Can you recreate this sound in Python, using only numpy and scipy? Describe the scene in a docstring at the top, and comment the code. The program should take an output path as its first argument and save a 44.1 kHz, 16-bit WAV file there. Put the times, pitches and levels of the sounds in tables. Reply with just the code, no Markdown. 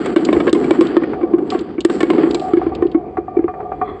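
"""In a small room, glass marbles roll down a winding groove in a wooden board and drop into a pot.
The wood grain shakes them, so the board rumbles, and it knocks when they hit a bend. At each bounce
the pot's base thumps and its wall clacks. The marbles inside circle, rattle and click together.
Near the end, one marble gathers speed on the last straight and whirrs."""
import sys
import numpy as np
from scipy import signal
from scipy.fft import rfft, irfft
from scipy.io import wavfile
from scipy.ndimage import uniform_filter1d

SR = 44100
rng = np.random.default_rng(int(sys.argv[2]) if len(sys.argv) > 2 else 0)


def store_pcm(level_fs):
    """Save levels as 16-bit WAV."""
    pcm = np.round(np.clip(level_fs, -1, 1) * 32767).astype(np.int16)
    wavfile.write(sys.argv[1], SR, np.atleast_2d(pcm).T)


N = 176400
T = np.arange(int(.25 * SR)) / SR  # the clock for one hit, in seconds

# Levels in the tables are relative. 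A fade_s is the time a sound takes to fall by 60 dB.
# How loudly the marbles roll in the groove: time_s, level_db
GROOVE_LEVELS = [(0, -36), (1.2, -36.5), (1.9, -39), (2.35, -27.5), (2.7, -30), (3.0, -36), (3.75, -34.5),
                 (3.87, -32), (4.0, -33.5)]
# Each new marble stirs up those in the pot, then they settle: time_s, rumble_db, grit_db, fizz_db
CIRCLING_LEVELS = [(0, -19.5, -43.5, -46), (.5, -17, -53, -48.5), (.85, -19, -44, -45),
                   (1.05, -21.5, -50, -72), (1.42, -23, -67.5, -71), (1.53, -23.5, -47.5, -45.5),
                   (1.78, -30, -62, -86), (1.92, -23.5, -53.5, -42.5), (2.2, -14.5, -44.5, -54),
                   (2.42, -25, -57.5, -44.5), (2.6, -33, -53, -66.5), (3.05, -33.5, -71, -79.5),
                   (4.0, -54, -66.5, -70.5)]
# The whirr on the last straight: time_s, level_db
WHIRR_LEVELS = [(3.4, -82.5), (3.8, -54), (3.88, -35.5), (4.0, -51)]
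# Brief dips in all the rolling: middle_s, depth_db
ROLLING_DIPS = [(0.154, 16), (0.52, 39), (1.833, 19)]
# Bounces in the pot: start_s, thump_db, clack_db, tick_db
POT_BOUNCES = [(0.059, -33, -21.5, -32.5), (0.1615, 0, -14.5, -31.5), (0.288, -5.5, -16.5, -44),
               (0.328, -6, -16, -34), (0.365, -4, -24, -66.5), (0.402, -11, -18, -38.5),
               (0.469, -9.5, -17.5, -43.5), (0.477, -7.5, -16, -44), (0.529, 1.5, -21.5, -20),
               (0.549, -6, -21, -35.5), (0.643, -23, -26, -44.5), (0.708, 2, -12, -28.5),
               (0.787, -2.5, -31.5, -54), (0.809, -1, -13.5, -28), (0.9673, 6, -12, -37.5),
               (1.021, -10.5, -25, -65.5), (1.036, -15.5, -24.5, -51), (1.211, -14.5, -30, -62),
               (1.231, -7, -25.5, -60.5), (1.335, -2.5, -26, -60), (1.384, -7.5, -32, -53.5),
               (1.422, -12.5, -46, -62.5), (1.547, -9, -24, -51), (1.609, -14.5, -45, -43.5),
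               (1.781, -11.5, -29, -69), (1.849, 4, -18.5, -22), (1.898, -12, -22, -35.5),
               (2.006, -19.5, -18, -27.5), (2.03, -1.5, -17, -30.5), (2.102, -4.5, -16.5, -35),
               (2.134, -13.5, -24, -46), (2.181, -5, -22.5, -52), (2.234, -6, -22.5, -54.5),
               (2.265, -13, -31, -60.5), (2.347, -10, -23, -40.5), (2.5348, 1.5, -21, -44.5),
               (2.57, -4, -27.5, -52.5), (2.664, -8, -28, -61), (2.822, -6.5, -23, -54),
               (2.851, -6.5, -42.5, -67.5), (2.946, -4, -27, -67), (2.97, -11.5, -45, -84.5),
               (3.182, -13, -42, -72.5), (3.3671, -5.5, -31, -65), (3.39, -7.5, -31.5, -71),
               (3.441, -9, -32.5, -69)]
# Marble against marble: start_s, level_db
MARBLE_CLICKS = [(0.181, -28), (0.25, -17), (0.4938, -23), (0.869, -24.5), (1.5031, -18.5), (1.59, -24.5),
                 (1.806, -19.5), (2.0052, -22.5), (2.3096, -21.5), (2.346, -16), (2.3964, -25.5),
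                 (2.7505, -25), (2.8672, -31.5), (2.916, -30.5)]
# Marble against a bend in the groove: start_s, hum_db, crack_db
BEND_KNOCKS = [(1.132, -32, -22), (1.521, -16.5, -31.5), (2.615, -18, -27.5), (2.72, -22.5, -47.5),
               (3.17, -17, -24), (3.281, -21.5, -48), (3.4805, -18, -26.5), (3.538, -24, -34),
               (3.603, -38, -29), (3.718, -18, -27.5), (3.814, -10.5, -23.5)]

# The tones that ring in the board, the pot's wall and the whirr: pitch_hz, level_db, fade_s
BOARD_TONES = [(420.6, -6, 0.17), (729.1, 1, 0.12), (747.2, 3.5, 0.11), (1147.4, -1.5, 0.074),
               (1197, -11.5, 0.17), (1818, -17.5, 0.05), (2400, -30, 0.21)]
WALL_TONES = [(1072, 7, 0.082), (1220, 5, 0.035), (1591, -5, 0.066), (1788, -5.5, 0.071), (2234, 2, 0.05)]
WHIRR_TONES = [(1110, 9, 0.016), (2010, 9, 0.0057), (3380, -7.5, 0.017), (4170, -12, 0.008)]

# The colour of each noise, or how strong it is from low to high: pitch_hz, level_db
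GROOVE_COLOUR = [(90, 10.5), (210, 5), (400, 19), (600, -1), (800, -1), (1250, -10), (1450, -22),
                 (2400, -16.5), (2900, -38.5), (6000, -64.5)]
RUMBLE_COLOUR = [(60, -55.5), (130, -16.5), (200, -7.5), (250, -1), (335, 2.5), (420, -1), (560, -16.5),
                 (900, -22), (1500, -36.5), (3000, -69)]
GRIT_COLOUR = [(400, -16.5), (800, -6.5), (1150, 14.5), (1850, 7.5), (2700, 0), (3200, 1.5), (4000, -7.5),
               (4700, -2.5), (5600, -21.5), (8500, -35)]
FIZZ_COLOUR = [(3000, -4), (4800, -1), (6500, -18.5), (7350, -1.5), (8400, -9)]
ROOM_COLOUR = [(25, -43), (57, 9), (110, 3.5), (200, 7), (1000, -30.5), (15000, -55)]
CLACK_COLOUR = [(90, -22.5), (300, -2), (520, 12), (800, -1.5), (2200, -9.5), (3300, -14), (4200, -20),
                (8500, -42)]
TICK_COLOUR = [(1500, -12), (2600, -9.5), (3300, 3), (4900, -7), (5800, -17.5), (6800, -13), (7500, -3.5),
               (8500, -5.5)]
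GLASS_COLOUR = [(1500, -59.5), (2300, -4.5), (3100, 3), (4100, 0.5), (4900, -1.5), (5700, -14.5),
                (6800, -8.5), (7400, 1), (8500, -10)]
CRACK_COLOUR = [(400, 4), (1300, 2), (2450, -13), (2900, -27.5), (6000, -44.5)]


def amp(db):
    """Turns decibels into a number to multiply a sound by."""
    return 10 ** (np.asarray(db) / 20)


def unit(x):
    """Scales a sound to an average power of 1."""
    return x / np.sqrt(np.mean(x ** 2) + 1e-20)


def unit_hit(x):
    """Gives a hit the energy of 10 ms of sound at power 1."""
    return x / np.sqrt(np.sum(x ** 2) / (SR / 100) + 1e-20)


def add(mix, start_s, sound):
    """Mixes a sound in at its start time."""
    part = mix[max(round(start_s * SR), 0):][:len(sound)]
    part += sound[:len(part)]


def colour(x, points):
    """Turns the lows and highs of a sound up or down to follow a colour table."""
    size = 4096
    hz, db = np.transpose(points)
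    grid_hz = abs(np.fft.fftfreq(size, 1 / SR)) + 1
    log_gain = np.log(amp(np.interp(np.log(grid_hz), np.log(hz), db)))
    response = np.exp(np.conj(signal.hilbert(log_gain)))  # nothing sounds before its hit
    taps = np.fft.ifft(response).real[:size // 2]
    return signal.fftconvolve(x, taps)[:len(x)]


def level(rows, column=1):
    """A volume curve that glides through one decibel column of a table."""
    rows = np.array(rows)
    return amp(np.interp(np.arange(N) / SR, rows[:, 0], rows[:, column]))


def ring(tones, scatter_db=0, detune=0.018):
    """Fading tones whose strength and exact pitch depend on where the marble lands."""
    out = np.zeros(len(T))
    for hz, db, fade_s in tones:
        fade = amp(db + scatter_db * rng.standard_normal() - 60 * T / fade_s)
        sign = rng.choice([-1, 1])
        pitch_hz = hz * (1 + detune * rng.uniform(-0.91, 1))
        out += fade * sign * np.sin(2 * np.pi * pitch_hz * T)
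    return out


def rise(rise_s=0.0011):
    """A quick fade-in for the start of a hit."""
    return 1 - np.exp(-T / rise_s)


def burst(points, fade_s, tail_db=-np.inf, tail_fade_s=np.inf):
    """Many close tones blur into a quick crack of noise, with a weaker tail if asked for."""
    fade = amp(-60 * T / fade_s) + amp(tail_db - 60 * T / tail_fade_s)
    return unit_hit(colour(rng.standard_normal(len(T)) * fade, points))


def bumps(per_s, spread_db):
    """Tiny random hits of marbles on an uneven surface."""
    size = amp(spread_db * np.minimum(rng.exponential(1, N), 4))
    return size * rng.choice([-1, 1], N) * (rng.random(N) < per_s / SR)


def flutter(rate_hz, depth_db):
    """Unsteady contact makes the volume waver at random."""
    slow_noise = rfft(rng.standard_normal(N)) / (1 + (np.fft.rfftfreq(N, 1 / SR) / rate_hz) ** 4)
    return amp(depth_db * unit(irfft(slow_noise, N)))


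def board_rolling(rumble_db=2, cutoff_hz=1000):
    """The wood grain shakes the marbles, which drum on the board and make it ring."""
    shaking = bumps(per_s=5200, spread_db=3.5) * flutter(rate_hz=5.7, depth_db=4.5)
    soft_shaking = signal.lfilter(*signal.butter(2, cutoff_hz, fs=SR), shaking)
    ringing = unit(signal.fftconvolve(soft_shaking, ring(BOARD_TONES))[:N])
    rumble = unit(colour(shaking[::-1], GROOVE_COLOUR))  # reversed, so it wavers apart from the ring
    return (ringing + amp(rumble_db) * rumble) * level(GROOVE_LEVELS)


def pot_rolling(grit_db=10, fizz_db=1):
    """Marbles circle on the pot's rough base: a low rumble with grit and fizz on top."""
    sway = flutter(rate_hz=15, depth_db=1.5)
    roll = sway * bumps(per_s=5400, spread_db=1)
    scrape = sway * bumps(per_s=1700, spread_db=0)
    rumble = unit(colour(roll, RUMBLE_COLOUR)) * level(CIRCLING_LEVELS, column=1)
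    grit = unit(colour(scrape, GRIT_COLOUR)) * level(CIRCLING_LEVELS, column=2)
    fizz = unit(colour(scrape, FIZZ_COLOUR)) * level(CIRCLING_LEVELS, column=3)
    return rumble + amp(grit_db) * grit + amp(fizz_db) * fizz


def room_echo(x, echo_db=-17, fade_s=0.82, cutoff_hz=3000):
    """The room adds a short, dull tail of scattered echoes."""
    t = np.arange(SR // 2) / SR
    echoes = rng.choice([-1, 1], len(t)) * (rng.random(len(t)) < 2000 / SR)  # about 2000 a second
    echoes = echoes * (t > .006) * amp(-60 * t / fade_s)
    tail = signal.lfilter(*signal.butter(1, cutoff_hz, fs=SR), echoes / np.linalg.norm(echoes))
    return x + amp(echo_db) * signal.fftconvolve(x, tail)[:N]


def room_rumble(level_db=-43.5):
    """The low, steady background noise of the room."""
    return amp(level_db) * unit(colour(rng.standard_normal(N), ROOM_COLOUR))


def base_thump(start_s, base_hz=327.6, drift_hz_per_s=6, rise_s=0.0047, overtone_db=-12):
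    """The pot's base swells into a low thump whose fade differs a little from hit to hit."""
    hz = (base_hz + drift_hz_per_s * start_s) * (1 + .03 * rng.standard_normal())
    fade_s = .048 * np.exp(.25 * rng.uniform(-0.16, 1))
    main_tone = np.sin(2 * np.pi * hz * T)
    overtone = amp(overtone_db) * np.sin(2 * np.pi * (1.15 * hz * T + rng.random()))
    swell = 1 - np.exp(-(T / rise_s) ** 2)
    return unit_hit((main_tone + overtone) * swell * amp(-60 * T / fade_s))


def chatter(x, typical_gap_s=.004, repeat_db=-4):
    """The springy base meets the marble again just after the first touch."""
    delay = round(typical_gap_s * (.5 + rng.random()) * SR)
    return x + amp(repeat_db) * np.pad(x, (delay, 0))[:len(x)]


def soften(x, strength_db, full_strength_hz, db_per_octave):
    """A lighter touch lasts longer, so it loses more of its high notes."""
    cutoff_hz = min(full_strength_hz * 2 ** (strength_db / db_per_octave), SR / 3)
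    return signal.lfilter(*signal.butter(3, cutoff_hz, fs=SR), x)


def pot_bounces(thump_gain_db=-1, clack_gain_db=1, ring_db=-5):
    """A marble lands in the pot: the base thumps, the wall clacks and the spot it hits ticks."""
    out = np.zeros(N)
    for start_s, thump_db, clack_db, tick_db in POT_BOUNCES:
        thump = amp(thump_db + thump_gain_db) * base_thump(start_s)
        ringing = amp(ring_db) * unit_hit(ring(WALL_TONES, scatter_db=7.5, detune=.04))
        wall = burst(CLACK_COLOUR, fade_s=.045, tail_db=-31, tail_fade_s=0.22) + ringing
        wall = soften(chatter(wall), tick_db, full_strength_hz=10100, db_per_octave=29.8)
        clack = amp(clack_db + clack_gain_db) * unit_hit(wall)
        tick = amp(tick_db) * burst(TICK_COLOUR, fade_s=0.04, tail_db=-10.5, tail_fade_s=0.034)
        add(out, start_s, thump + clack + tick)
    return out


def glass_clicks(gain_db=-8):
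    """Glass hits glass with a short, bright click."""
    out = np.zeros(N)
    for start_s, db in MARBLE_CLICKS:
        click = burst(GLASS_COLOUR, fade_s=0.034)
        click = soften(click, db, full_strength_hz=18600, db_per_octave=12.2)
        add(out, start_s, amp(db + gain_db) * click)
    return out


def board_knocks():
    """A marble meets a bend and rings the board: a head-on hit cracks, a glancing one only hums."""
    out = np.zeros(N)
    for start_s, hum_db, crack_db in BEND_KNOCKS:
        hum = unit_hit(ring(BOARD_TONES) * rise())
        crack = burst(CRACK_COLOUR, fade_s=0.071) * rise()
        add(out, start_s, amp(hum_db) * hum + amp(crack_db) * crack)
    return out


def marble_whirr():
    """A marble gathers speed on the last straight, and its tiny bumps swell into a whirr."""
    shaking = bumps(per_s=850, spread_db=2.5)
    whirr = signal.fftconvolve(shaking, ring(WHIRR_TONES) * rise())[:N]
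    return unit(whirr) * level(WHIRR_LEVELS)


def scene(dip_width_s=0.0078):
    """Rolling, bounces, clicks and knocks in a small room with a low, steady rumble."""
    t = np.arange(N) / SR
    dips_db = sum(db * np.exp(-((t - middle_s) / dip_width_s) ** 2) for middle_s, db in ROLLING_DIPS)
    rolling = amp(-dips_db) * (board_rolling() + marble_whirr() + pot_rolling())
    marbles = rolling + pot_bounces() + glass_clicks() + board_knocks()
    return (room_echo(marbles) + room_rumble())[None]


def low_pass(x, hz):
    """Sharply cuts everything above the given pitch."""
    taps = signal.firwin(511, hz, window=("kaiser", 9), fs=SR)
    return signal.oaconvolve(x, taps[None], "same")


def record(dry, low_hz=44.6, high_hz=8560, leak_db=-40, limit_db=-1, recover_db_per_s=200, knee=.8):
    """A microphone loses the extreme lows and highs; a quick limiter turns down the hardest thumps."""
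    x = low_pass(dry, high_hz) + amp(leak_db) * dry
    x = signal.lfilter(*signal.butter(4, low_hz, "high", fs=SR), x)
    fall_db = np.arange(N) * recover_db_per_s / SR
    level_db = 20 * np.log10(abs(x[0]) + 1e-9)
    peak_db = np.maximum.accumulate(level_db + fall_db) - fall_db  # jumps to each peak, then sinks
    x = x / amp(uniform_filter1d(np.maximum(peak_db - limit_db, 0), size=130))
    over = np.maximum(abs(x) - knee, 0)  # whatever still sticks out above the knee gets rounded off
    rounded = np.sign(x) * (abs(x) - over + (1 - knee) * np.tanh(over / (1 - knee)))
    return low_pass(rounded, hz=15500)


dry = scene()
out = record(dry)
store_pcm(out)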